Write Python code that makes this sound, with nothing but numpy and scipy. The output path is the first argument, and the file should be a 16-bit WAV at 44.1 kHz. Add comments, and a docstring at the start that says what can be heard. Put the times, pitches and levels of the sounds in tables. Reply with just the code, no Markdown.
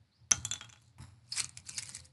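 """On a small wooden porch, foam packing chips drop onto a table close by, ping and bounce to rest.
Each landing is two noise puffs plus damped sines; noise grains make the skidding between bounces.
A hand bumps a cardboard box (booms, puffs, grains). Then a handful of chips is squeezed and lifted:
grains rub, short puffs snap and stick-slip pulses squeak. Below and behind lie a low rumble, quiet air,
a thin far twitter of swept narrow noise and, near the end, a faint steady tone."""
import sys
import numpy as np
from scipy import signal
from scipy.fft import rfft, irfft
from scipy.io import wavfile
from scipy.ndimage import uniform_filter1d

SR = 44100
rng = np.random.default_rng(int(sys.argv[2]) if len(sys.argv) > 2 else 0)


def log_audio(samples):
    """Write samples as a 16-bit WAV file to the path given in sys.argv[1]."""
    # one column per channel
    frames = np.atleast_2d(samples).T
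    # limit to full scale, then quantise
    limited = np.clip(frames, -1, 1)
    pcm = np.round(limited * 32767).astype(np.int16)
    wavfile.write(sys.argv[1], SR, pcm)


N = 93492
T = np.arange(N) / SR  # time [s]
RING_N = SR // 5  # longest ring [samples]


def amp(db):
    """Decibels to gain."""
    return 10 ** (np.asarray(db) / 20)


def unit(x):
    """Scales to rms 1."""
    return x / np.sqrt(np.mean(x ** 2) + 1e-20)


def add(mix, s, sound):
    """Mixes a sound in at time s, cut off where the mix ends."""
    part = mix[max(round(s * SR), 0):][:len(sound)]
    part += sound[:len(part)]


def level(points):
    """Gain over time from (time [s], level [dB]) points."""
    return amp(np.interp(T, *np.transpose(points)))


def colour(x, points, size=8192):
    """Minimum-phase filter through (frequency [Hz], relative level [dB]); keeps the power of white noise."""
    hz, db = np.transpose(points)
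    bins_hz = abs(np.fft.fftfreq(size, 1 / SR)) + 1
    gain = unit(amp(np.interp(np.log(bins_hz), np.log(hz), db)))
    spectrum = np.exp(np.conj(signal.hilbert(np.log(gain))))
    taps = np.fft.ifft(spectrum).real[:size // 2]
    return signal.fftconvolve(x, taps)[:len(x)]


def burst(decay_s, size=4096):
    """A dying puff of noise: its spectrum is flattened, then its end is faded further."""
    fall = np.exp(-np.minimum(T[:size] / decay_s, 20))
    z = rfft(rng.standard_normal(size) * fall)
    flat = irfft(z / (abs(z) + 1e-12), size)
    return unit(flat * np.sqrt(np.sqrt(fall))) * np.sqrt(np.mean(fall ** 2))


def puffs(rows, spectrum):
    """Short dying bursts that share one colour."""
    out = np.zeros(N)
    for s, db, decay_s in rows:
        add(out, s, amp(db) * burst(decay_s))
    return colour(out, spectrum)


def ring(modes, scale=1, blur=0):
    """Damped sines of a struck object; blur lets the strength and phase of each one wander."""
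    blur_s = 0.0016  # how fast the wander changes
    t, out = T[:RING_N], 0
    for hz, db, t60 in modes:
        phase = 2 * np.pi * hz * scale * t
        wave = np.sin(phase)
        if blur:
            smoother = np.poly([np.exp(-1 / (blur_s * SR))] * 2)
            noise = rng.standard_normal((2, len(t)))
            strength, shift = unit(signal.lfilter([1], smoother, noise))
            wave = (1 + blur * strength) * np.sin(phase + blur * shift)
        out = out + amp(db) * np.exp(-np.log(1000) * t / t60) * wave
    return out


def resonate(x, hz, width_hz):
    """A steep resonance of gain 1 that follows hz: shift down, low-pass twice, shift back."""
    turn = np.exp(2j * np.pi * np.cumsum(hz * np.ones(len(x))) / SR)
    r = np.exp(-np.pi * width_hz / SR)
    low = signal.lfilter([(1 - r) ** 2], [1, -2 * r, r * r], x / turn)
    return 2 * (turn * low).real


def rubbing(curve, spectrum, spread_db):
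    """Dense tiny slips of uneven size, evened out and then shaped by the level curve."""
    grains_per_s, grain_s = 2600, 0.0005  # average rate, decay
    sizes = amp(spread_db * np.minimum(rng.exponential(1, N), 4))
    slips = (rng.random(N) < grains_per_s / SR) * sizes
    envelope = signal.lfilter([1], [1, -np.exp(-1 / (grain_s * SR))], slips)
    grains = envelope * rng.standard_normal(N)
    running_rms = np.sqrt(abs(uniform_filter1d(grains ** 2, size=700)) + 1e-9)
    return colour(grains / running_rms * level(curve), spectrum)


def landings():
    """Each landing knocks, ticks and rings in its own mix; the table top rings with the knock."""
    # chips landing: (time [s], knock [dB], tick [dB], low ring pitch [Hz],
    # low ring [dB], middle ring [dB], high ring [dB])
    falls = [(.3107, -36.5, -26.5, 3300, -57, -29.5, -46), (.3167, -21.5, -32.5, 3195, -25.5, -2.5, -25),
             (.4499, -39, -29, 3400, -37, -21.5, -22.5), (.5121, -36, -39, 3455, -29.5, -30, -22.5),
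             (.5358, -37.5, -38, 3580, -42, -22.5, -34.5), (.5565, -42, -63, 3455, -40.5, -48, -45),
             (.6103, -36, -58, 3260, -42.5, -46, -46.5), (.6250, -54.5, -65, 3260, -48, -62.5, -51),
             (.6452, -47, -55, 3300, -51.5, -62, -51.5), (.6920, -51.5, -63, 3480, -65, -48, -53),
             (.6985, -53.5, -66, 3440, -60.5, -41, -47), (.7268, -51.5, -66, 3348, -50.5, -49, -47.5),
             (.7362, -53, -62.5, 3350, -62, -62, -67), (.7590, -53, -73, 3350, -69, -61.5, -67),
             (.7735, -64, -76, 3385, -63, -70, -74), (.8185, -68.5, -60, 3350, -80, -66, -68),
             (.8255, -71, -63, 3350, -89, -62, -75)]
    # modes of a chip's low ring: (pitch ratio, level [dB], t60 [s])
    low_modes = [(1.0, 0, .065), (1.13, -6, .035), (.81, -8, .02), (1.205, -13, .065)]
    # modes of a chip's middle ring, high ring and of the table top: (frequency [Hz], level [dB], t60 [s])
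    mid_modes = [(6067, 2, 0.011), (6430, -26.5, 0.0553), (5540, -12, 0.0081)]
    high_modes = [(7060, -2, 0.023), (7290, -5, .03), (8060, -12, .028)]
    top_modes = [(183, -28.5, 0.094), (206, -23, 0.035), (282, -30, 0.044), (468.7, -28, 0.12),
                 (678, -22, .06), (828, -19.5, 0.086), (970, -29, 0.12), (1427, -24.5, 0.21)]
    # spectra of the knock and the tick: (frequency [Hz], relative level [dB])
    knock_colour = [(100, -3.5), (200, 1.5), (300, -6), (400, -16), (600, -6.5), (900, -1.5), (1400, 4.5),
                    (1750, -0.5), (2600, 5), (4000, -12.5), (6000, -1), (9000, -30), (12000, -32.5)]
    tick_colour = [(500, -30), (2000, -23.5), (5000, -1.5), (8000, -4), (9300, -7.5), (10900, 8),
                   (12000, -10.5)]
    knock_s, tick_s = 0.0024, 0.0016  # decays
    rise_s, blur = 0.00051, 0.3  # onset of the rings, unsteady share of the chip rings

    knocks, ticks, rings = np.zeros((3, N))
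    rise = 1 - np.exp(-(T[:RING_N] / rise_s) ** 2)
    top = ring(top_modes)
    for s, knock_db, tick_db, low_hz, low_db, mid_db, high_db in falls:
        add(knocks, s, amp(knock_db) * burst(knock_s))
        add(ticks, s, amp(tick_db) * burst(tick_s))
        ping = amp(low_db) * ring(low_modes, low_hz, blur)
        ping += amp(mid_db) * ring(mid_modes, 1, blur)
        ping += amp(high_db) * ring(high_modes, 1, blur)
        add(rings, s, rise * (ping + amp(knock_db) * top))
    return colour(knocks, knock_colour) + colour(ticks, tick_colour) + rings


def skidding():
    """Chips skid between bounces as a stream of very uneven grains."""
    # level of the skidding: (time [s], level [dB])
    skid_level = [(.29, -110), (.335, -49), (.39, -59), (.44, -66), (.465, -54), (.5, -63.5), (.55, -58.5),
                  (.6, -65), (.66, -72.5), (.71, -74.5), (.8, -76), (.88, -73.5), (.97, -100)]
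    # its spectrum: (frequency [Hz], relative level [dB])
    skid_colour = [(300, -15.5), (1100, -5.5), (2200, -9), (3200, -12.5), (4000, 7), (5300, -1), (7600, 5),
                   (9200, -5), (10700, -6), (12000, -17)]
    return rubbing(skid_level, skid_colour, spread_db=5.0)


def handful():
    """Snaps and rubbing between the chips, coloured by the hollow of the lifted handful, and squeaks."""
    # a chip cracks or slips in the hand: (time [s], level [dB], decay [s])
    snaps = [(1.3215, -40, 0.0027), (1.3648, -35.5, 0.0019), (1.3775, -31, 0.0029), (1.3885, -40, 0.0018),
             (1.3979, -18, 0.00078), (1.4048, -30, 0.0014), (1.4444, -25.5, 0.00076), (1.4932, -40, 0.0015),
             (1.5735, -32, 0.002), (1.6000, -49.5, .0015), (1.6672, -46, .0008), (1.6899, -30.5, .001),
             (1.6938, -30, 0.0018), (1.7090, -47, 0.00084), (1.7383, -44, 0.0013), (1.7470, -35, 0.00041),
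             (1.7803, -29, 0.0018), (1.7816, -26.5, 0.0015), (1.7843, -30, 0.0047), (1.7885, -30, 0.0013),
             (1.8250, -36.5, 0.0035), (1.8325, -36, 0.0022), (1.8445, -50, .001), (1.8575, -39, .001),
             (1.8655, -50, 0.0014), (1.8752, -39, 0.00088), (1.8925, -34.5, 0.0016), (1.8980, -35, 0.00075),
             (1.9225, -53, .001), (1.9370, -48, 0.0016), (1.9497, -30.5, 0.0007), (1.9603, -43, .001),
             (1.9685, -38, .0015), (1.9990, -58, 0.0017), (2.0325, -58, 0.00088), (2.0545, -54, 0.0065)]
    # level of the rubbing: (time [s], level [dB])
    rub_level = [(1.17, -110), (1.25, -78), (1.315, -60.5), (1.325, -47.5), (1.354, -49), (1.362, -38),
                 (1.38, -38.5), (1.402, -26), (1.412, -41.5), (1.43, -55.5), (1.455, -45.5), (1.48, -75),
                 (1.56, -71.5), (1.582, -57), (1.62, -81.5), (1.66, -58), (1.70, -53), (1.725, -55),
                 (1.765, -51.5), (1.787, -40), (1.812, -56.5), (1.85, -55.5), (1.885, -50), (1.903, -48.5),
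                 (1.93, -58.5), (1.96, -44), (1.982, -59.5), (2.0, -50), (2.022, -70.5), (2.05, -59.5),
                 (2.08, -75), (2.12, -85.5)]
    # spectra of the snaps and of the rubbing foam: (frequency [Hz], relative level [dB])
    crack_colour = [(150, -24), (400, -18), (1000, -15), (2300, -1), (3200, -10.5), (5000, 2.5), (6500, 5),
                    (8200, 4.5), (10000, 1.5), (12000, -14)]
    foam_colour = [(150, -20), (400, -26), (700, -20.5), (1100, -9), (1700, -11.5), (2250, -9),
                   (3200, -9.5), (4200, -0.5), (5000, -0.5), (6300, -5), (8000, -3), (10000, -7.5),
                   (12000, -17.5)]
    # resonance of the hollow: (time [s], pitch [Hz], share of the crackle [dB])
    hollow = [(1.4, 2480, 2), (1.68, 2630, -15), (1.76, 2430, 12.5), (1.79, 2210, -14), (1.83, 2240, 9),
              (1.87, 2100, -22), (1.92, 2040, 8), (2.0, 2000, -14)]

    crackle = patchy(puffs(snaps, crack_colour) + rubbing(rub_level, foam_colour, spread_db=1.5))
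    s, hz, db = np.transpose(hollow)
    hollow_sound = resonate(crackle, np.interp(T, s, hz), width_hz=510)
    return crackle + amp(np.interp(T, s, db)) * hollow_sound + squeaks()


def patchy(x, size=256):
    """Gives every moment of the crackle its own random peaks and dips, as different chips touch."""
    depth_db, patch_hz, patch_s = 4, 446, 0.0077  # strength, width and duration of a patch
    overlap = size * 3 // 4
    hz, t, z = signal.stft(x, SR, nperseg=size, noverlap=overlap)
    over_hz = np.fft.fftfreq(len(hz), hz[1])[:, None]
    over_s = np.fft.fftfreq(len(t), t[1])
    # Gaussian smoothing of a noise map across frequency and time
    smooth = np.exp(-(np.pi * over_hz * patch_hz) ** 2 / 2 - (np.pi * over_s * patch_s) ** 2 / 2)
    noise_map = np.fft.fft2(rng.standard_normal(z.shape))
    patches = unit(np.fft.ifft2(noise_map * smooth).real)
    gain = unit(amp(depth_db * np.clip(patches, -2, 2)))
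    return signal.istft(z * gain, SR, nperseg=size, noverlap=overlap)[1][:N]


def squeaks():
    """Foam on foam: quick, nearly regular stick-slip pulses ring two resonances of a chip."""
    # squeaks: (time [s], length [s], slips per second [Hz], level [dB])
    calls = [(1.32, 0.016, 365, -37), (1.335, 0.013, 370, -48), (1.38, 0.015, 380, -45),
             (1.668, 0.012, 380, -55), (1.756, 0.031, 375, -55), (1.768, 0.018, 350, -46)]
    # resonances of a chip: (frequency [Hz], width [Hz], relative level [dB])
    chip_modes = [(4500, 320, -5), (5020, 200, 1)]
    jitter = 0.08  # random share of the slip rate
    out = np.zeros(N)
    for s, length, slip_hz, db in calls:
        t = np.arange(0, length, 1 / SR)
        wobble = 1 + jitter * rng.standard_normal(SR // 10)[:len(t)]
        turns = np.cumsum(slip_hz * wobble) / SR
        slips = np.diff(np.floor(turns), prepend=-1)  # one pulse at each whole turn
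        voice = sum(amp(mode_db) * resonate(slips, hz, width) for hz, width, mode_db in chip_modes)
        swell = np.sin(np.pi * (t / length) ** 0.69) ** 2
        add(out, s, amp(db) * unit(voice * swell))
    return out


def box():
    """The hand brushes the cardboard in noise puffs, and its fingers slide on the flap in fine grains."""
    # brushes: (time [s], level [dB], decay [s])
    brushes = [(.983, -52, 0.0092), (1.008, -55.5, 0.02)]
    # level of the fingers sliding on the flap: (time [s], level [dB])
    slide_level = [(.96, -110), (.99, -77), (1.015, -56.5), (1.04, -60.5), (1.06, -67.5), (1.09, -68.5),
                   (1.15, -78), (1.3, -90.5)]
    # spectra of the brushes and of the slide: (frequency [Hz], relative level [dB])
    cardboard = [(100, 1.5), (250, 10.5), (450, -21.5), (950, 8.5), (1500, -6.5), (2300, -3), (4000, -18.5),
                 (11000, -12)]
    slide_colour = [(300, -2.5), (1100, 7.5), (2400, 5), (3400, -7), (3900, 7), (4500, -3.5), (5300, 9.5),
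                    (6300, -7), (7400, 6.5), (9000, -7), (10300, 7.5), (12000, -14)]
    return puffs(brushes, cardboard) + rubbing(slide_level, slide_colour, spread_db=-1.5)


def table():
    """Soft blows on table and box boom as damped low modes, over a swelling and sinking noise rumble."""
    # blows: (time [s], level [dB])
    thumps = [(0.317, -71), (.378, -37), (0.51, -55), (0.997, -39.5), (1.02, -41)]
    # modes of the boom: (frequency [Hz], level [dB], t60 [s])
    boom_modes = [(88, -4, 0.17), (119, 1.5, .1), (205, -5.5, 0.075), (270, -14.5, 0.093)]
    # level of the rumble: (time [s], level [dB])
    rumble_level = [(0, -63), (.12, -79.5), (.19, -68.5), (.23, -60), (.29, -69), (.36, -45), (.44, -50.5),
                    (.53, -50), (.59, -62), (.67, -58), (.72, -64), (.95, -67), (1.08, -58.5), (1.2, -64),
                    (1.3, -62.5), (1.42, -49.5), (1.52, -60.5), (1.59, -57), (1.66, -59.5), (1.75, -57),
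                    (1.9, -55.5), (1.98, -56), (2.12, -63)]
    # its spectrum: (frequency [Hz], relative level [dB])
    rumble_colour = [(20, -31.5), (45, -24.5), (65, -17.5), (88, 1.5), (102, -6.5), (118, 3.5), (150, -15),
                     (210, -17.5), (300, -24), (420, -41.5), (900, -29.5), (3000, -73)]
    boom_rise_s = 0.004

    out = level(rumble_level) * unit(colour(rng.standard_normal(N), rumble_colour))
    boom = ring(boom_modes) * (1 - np.exp(-T[:RING_N] / boom_rise_s))
    for s, db in thumps:
        add(out, s, amp(db) * boom)
    return out


def porch(x, t60, spectrum):
    """A diffuse tail of reflections: coloured, decaying noise of unit energy."""
    delay_s = 0.0023  # before the first reflection
    t = T[:SR]
    tail = rng.standard_normal(SR) * np.exp(-np.log(1000) * t / t60) * (t > delay_s)
    return signal.fftconvolve(x, colour(tail / np.linalg.norm(tail), spectrum))[:N]


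def reflections(near):
    """A short, stronger tail and a long, weaker one answer the near sounds."""
    # spectra of the short and the long tail: (frequency [Hz], relative level [dB])
    room_colour = [(100, 10.5), (1000, 6), (3200, 2), (6000, -6), (11000, -2)]
    late_colour = [(100, 2.5), (500, 3.5), (1200, 9), (2500, -1.5), (4000, 1.5), (6000, -16.5),
                   (8000, -11.5), (11000, -16.5)]
    short = amp(-10.5) * porch(near, 0.15, room_colour)
    return short + amp(-26) * porch(near, 0.64, late_colour)


def outdoors():
    """Quiet air as steady noise, and a far twitter of thin rising chirps: noise in a gliding resonance."""
    # spectrum of the air: (frequency [Hz], relative level [dB])
    air_colour = [(30, -4), (200, 5), (400, -4), (1000, -7), (2100, -7.5), (3000, -11), (4500, -6),
                  (6500, -18.5), (11000, -21.5)]
    # chirps: (time [s], length [s], start pitch [Hz], end pitch [Hz], level [dB])
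    twitter = [(0.107, 0.054, 3660, 4770, -72.5), (0.13, 0.071, 4600, 5060, -72.5),
               (.15, 0.07, 3670, 5070, -84.5), (0.182, 0.042, 4800, 5200, -76.5),
               (0.223, .03, 3980, 5260, -79), (0.826, 0.098, 4270, 4400, -81)]
    out = amp(-77.5) * colour(rng.standard_normal(N), air_colour)
    for s, length, start_hz, end_hz, db in twitter:
        n = round(length * SR)
        noise = rng.standard_normal(SR // 2)[:n]
        chirp = unit(resonate(noise, np.linspace(start_hz, end_hz, n), width_hz=630))
        add(out, s, amp(db) * np.hanning(n) * chirp)
    return out


def faint_tone():
    """A sine of constant pitch fades in near the end."""
    # level of the tone: (time [s], level [dB])
    tone_level = [(1.6, -100), (1.75, -74), (1.93, -77.5), (2.04, -73), (2.12, -80)]
    return level(tone_level) * np.sin(2 * np.pi * 516 * T)  # 516 Hz


def scene():
    """Chips, handful and box with their reflections, over table, outdoors and tone."""
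    near = landings() + skidding() + handful() + box()
    return (near + reflections(near) + table() + outdoors() + faint_tone())[None]


def record(dry):
    """The recorder's low cut and its steep upper band limit."""
    low_cut_hz, edge_hz = 52, 11650
    cut = signal.sosfilt(signal.butter(2, low_cut_hz, "high", fs=SR, output="sos"), dry)
    band_limit = signal.firwin(161, edge_hz, window=("kaiser", 8), fs=SR)
    return signal.oaconvolve(cut, band_limit[None], "same")


dry = scene()
out = record(dry)
log_audio(out)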